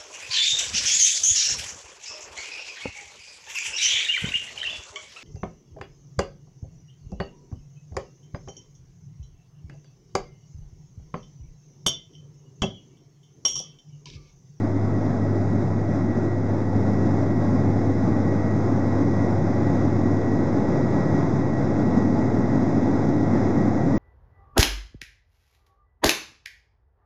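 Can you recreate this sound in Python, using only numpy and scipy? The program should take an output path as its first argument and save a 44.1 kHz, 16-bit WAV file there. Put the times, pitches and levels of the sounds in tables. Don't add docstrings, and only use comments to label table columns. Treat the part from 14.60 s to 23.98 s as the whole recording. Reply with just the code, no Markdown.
import sys
import numpy as np
from scipy import signal
from scipy.fft import rfft, irfft
from scipy.io import wavfile
from scipy.ndimage import uniform_filter1d

SR = 44100
rng = np.random.default_rng(int(sys.argv[2]) if len(sys.argv) > 2 else 0)


def convert_level_to_amplitude(level_db):
    exponent = np.asarray(level_db, float) / 20
    return 10 ** exponent


def pcm_store(signal):
    levels = np.round(np.clip(np.atleast_2d(signal), -1, 1) * 32767)
    wavfile.write(sys.argv[1], SR, levels.astype(np.int16).T)


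N = 413658

# frequency in Hz, relative density in dB per Hz.
WALL_SPECTRUM = [(20, -36.5), (50, -21.5), (90, -6), (150, -0.5), (185, -4), (215, 0), (290, -1), (370, -6),
                 (430, -11.5), (800, -17), (1100, -23.5), (1850, -31), (2200, -37), (2500, -43.5)]
# frequency in Hz, relative density in dB per Hz.
QUANTISING_SPECTRUM = [(1500, -22), (2500, -1.5), (3500, -1), (4000, -2.5), (5000, 0.5), (6500, -3.5),
                       (7200, -9.5), (7800, -9), (8200, -15.5)]
# centre in Hz, nominal width in Hz, level in dB relative to the roar.
THIN_LINES = [(1287, .8, -34), (1924, 12, -26.7), (2049, 16, -33.5), (2142, 6, -43), (2163, 16, -38),
              (7709, 45, -57), (7917, 5, -69)]
# centre in Hz, full width in Hz at half the boost, boost in dB.
CABIN_RESONANCES = [(152, 27, 1.5), (213.7, 25, 2.5), (276.3, 17, 3), (357.4, 27, 3), (563, 110, 3.5),
                    (693, 82, 3.5), (847, 46, 4), (1084, 51, 2.5), (1410, 55, 2), (3900, 100, 3)]
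# time in seconds, level in dB.
HUM_LEVELS = [(0, -26), (3, -27), (5, -29), (5.55, -27.5), (6.1, -37.5), (7.8, -31), (8.2, -35.5),
              (8.6, -30.5), (9.38, -35)]
# centre in Hz, half width in Hz at -3 dB.
TREBLE_NOTCHES = [(3000, 453), (4400, 340), (8000, 310)]
# frequency in Hz, gain in dB.
IMAGE_ROLLOFF = [(7000, 0.5), (8000, -3), (8300, -11), (8700, -21.5), (9000, -37.5), (9300, -60)]

HISS_DB = -30.5
SHAFT_HZ, SURPLUS_HZ, SETTLE_S = 99.7, 2.702, 1.606
RUSH_START_DB, GROWTH_DB_PER_S = -24.5, 0.22
SWELL_AT_S, SWELL_WIDTH_S, SWELL_DB = 6.45, 0.24, 1.3
HALF_RATE_HZ = 8000
GAIN_STEP_AT_S, GAIN_STEP_DB = 2.147, 2.0
OFFSET = -0.027


def evened(x):
    return x / np.sqrt(np.mean(x ** 2) + 1e-20)


def read_spectrum(points, hz):
    f, db = np.transpose(points)
    return np.interp(np.log(hz + 1), np.log(f + 1), db)


def coloured_noise(spectrum, flicker_db, patchy_db, long, wide):
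    hz = np.fft.rfftfreq(2048, 1 / SR)
    real, imag, patches = rng.standard_normal((flicker_db.shape[1], 1025, 3)).T
    patches = uniform_filter1d(patches, wide, axis=0)
    patches = evened(uniform_filter1d(patches, long, axis=1))
    colour_db = read_spectrum(spectrum, hz)
    for centre_hz, width_hz, db in CABIN_RESONANCES:
        colour_db = colour_db + db / (1 + (2 * (hz - centre_hz) / width_hz) ** 2)
    reach = np.clip(hz / 900, 0, 1)[:, None]
    level_db = colour_db[:, None] + patchy_db * patches + reach * flicker_db
    frames = (real + 1j * imag) * convert_level_to_amplitude(level_db)
    return evened(signal.istft(frames, nperseg=2048, noverlap=1536)[1][:N])


def quantising_hiss(roar, flicker):
    hiss = coloured_noise(QUANTISING_SPECTRUM, 0.5 * flicker, patchy_db=0.67, long=8, wide=30)
    swing = uniform_filter1d(evened(np.gradient(roar)) ** 2, size=60)
    return convert_level_to_amplitude(HISS_DB) * evened(hiss * np.sqrt(1 + 0.38 * abs(swing)))


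def whines_and_mirror_lines():
    hz = np.fft.fftfreq(N, 1 / SR)
    out = 0
    for centre_hz, width_hz, db in THIN_LINES:
        noise = np.fft.fft(rng.standard_normal(N))
        line = np.fft.ifft(noise / (1 + 2j * (hz - centre_hz) / width_hz) ** 1.4)
        steadier = (line / abs(line) ** 0.3).real
        out = out + convert_level_to_amplitude(db) * evened(steadier)
    return out


def shaft_hum():
    t = np.arange(N) / SR
    hz = SHAFT_HZ + SURPLUS_HZ * np.exp(-t / SETTLE_S)
    times, levels = np.transpose(HUM_LEVELS)
    level_db = np.interp(t, times, levels)
    cycles = np.cumsum(hz) / SR + rng.random()
    return np.sqrt(2) * convert_level_to_amplitude(level_db) * np.sin(2 * np.pi * cycles)


def air_rush(flicker):
    wall = WALL_SPECTRUM + [(4000, -75), (6000, -120)]
    return coloured_noise(wall, 0.79 * flicker, patchy_db=0.92, long=40, wide=3)


def scene():
    t = np.arange(N) / SR
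    swell_db = SWELL_DB * np.exp(-((t - SWELL_AT_S) / SWELL_WIDTH_S) ** 2)
    level_db = RUSH_START_DB + GROWTH_DB_PER_S * t + swell_db
    flicker = uniform_filter1d(rng.standard_normal((1, N // 512 + 5)), size=8)
    flicker = evened(flicker)
    roar = air_rush(flicker)
    noises = roar + quantising_hiss(roar, flicker) + whines_and_mirror_lines()
    mix = convert_level_to_amplitude(level_db) * noises + shaft_hum()
    ends = signal.windows.tukey(N, 264 / N)
    return (ends * mix)[None]


def notch_treble(z, hz):
    for centre_hz, half_width_hz in TREBLE_NOTCHES:
        away = 1j * (hz - centre_hz)
        z = z * away / (half_width_hz + away)
    return z


def mirror_images(z, hz):
    half = round(HALF_RATE_HZ * N / SR)
    z[:, half + 1:2 * half] = z[:, half - 1:0:-1].conj()
    z[:, 2 * half:] = 0
    return z * convert_level_to_amplitude(read_spectrum(IMAGE_ROLLOFF + [(10000, -150)], hz))


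def gain_step():
    stepped_up = 1.0 * (np.arange(N) > GAIN_STEP_AT_S * SR)
    return convert_level_to_amplitude(GAIN_STEP_DB * uniform_filter1d(stepped_up, size=500))


def band_limit(x):
    return signal.sosfilt(signal.butter(12, 8730, fs=SR, output="sos"), x)


def record(dry):
    hz = np.fft.rfftfreq(N, 1 / SR)
    notched = notch_treble(rfft(dry), hz)
    sampled = irfft(mirror_images(notched, hz), N)
    mix = (sampled + OFFSET) * gain_step()
    return band_limit(mix)


dry = scene()
out = record(dry)
pcm_store(out)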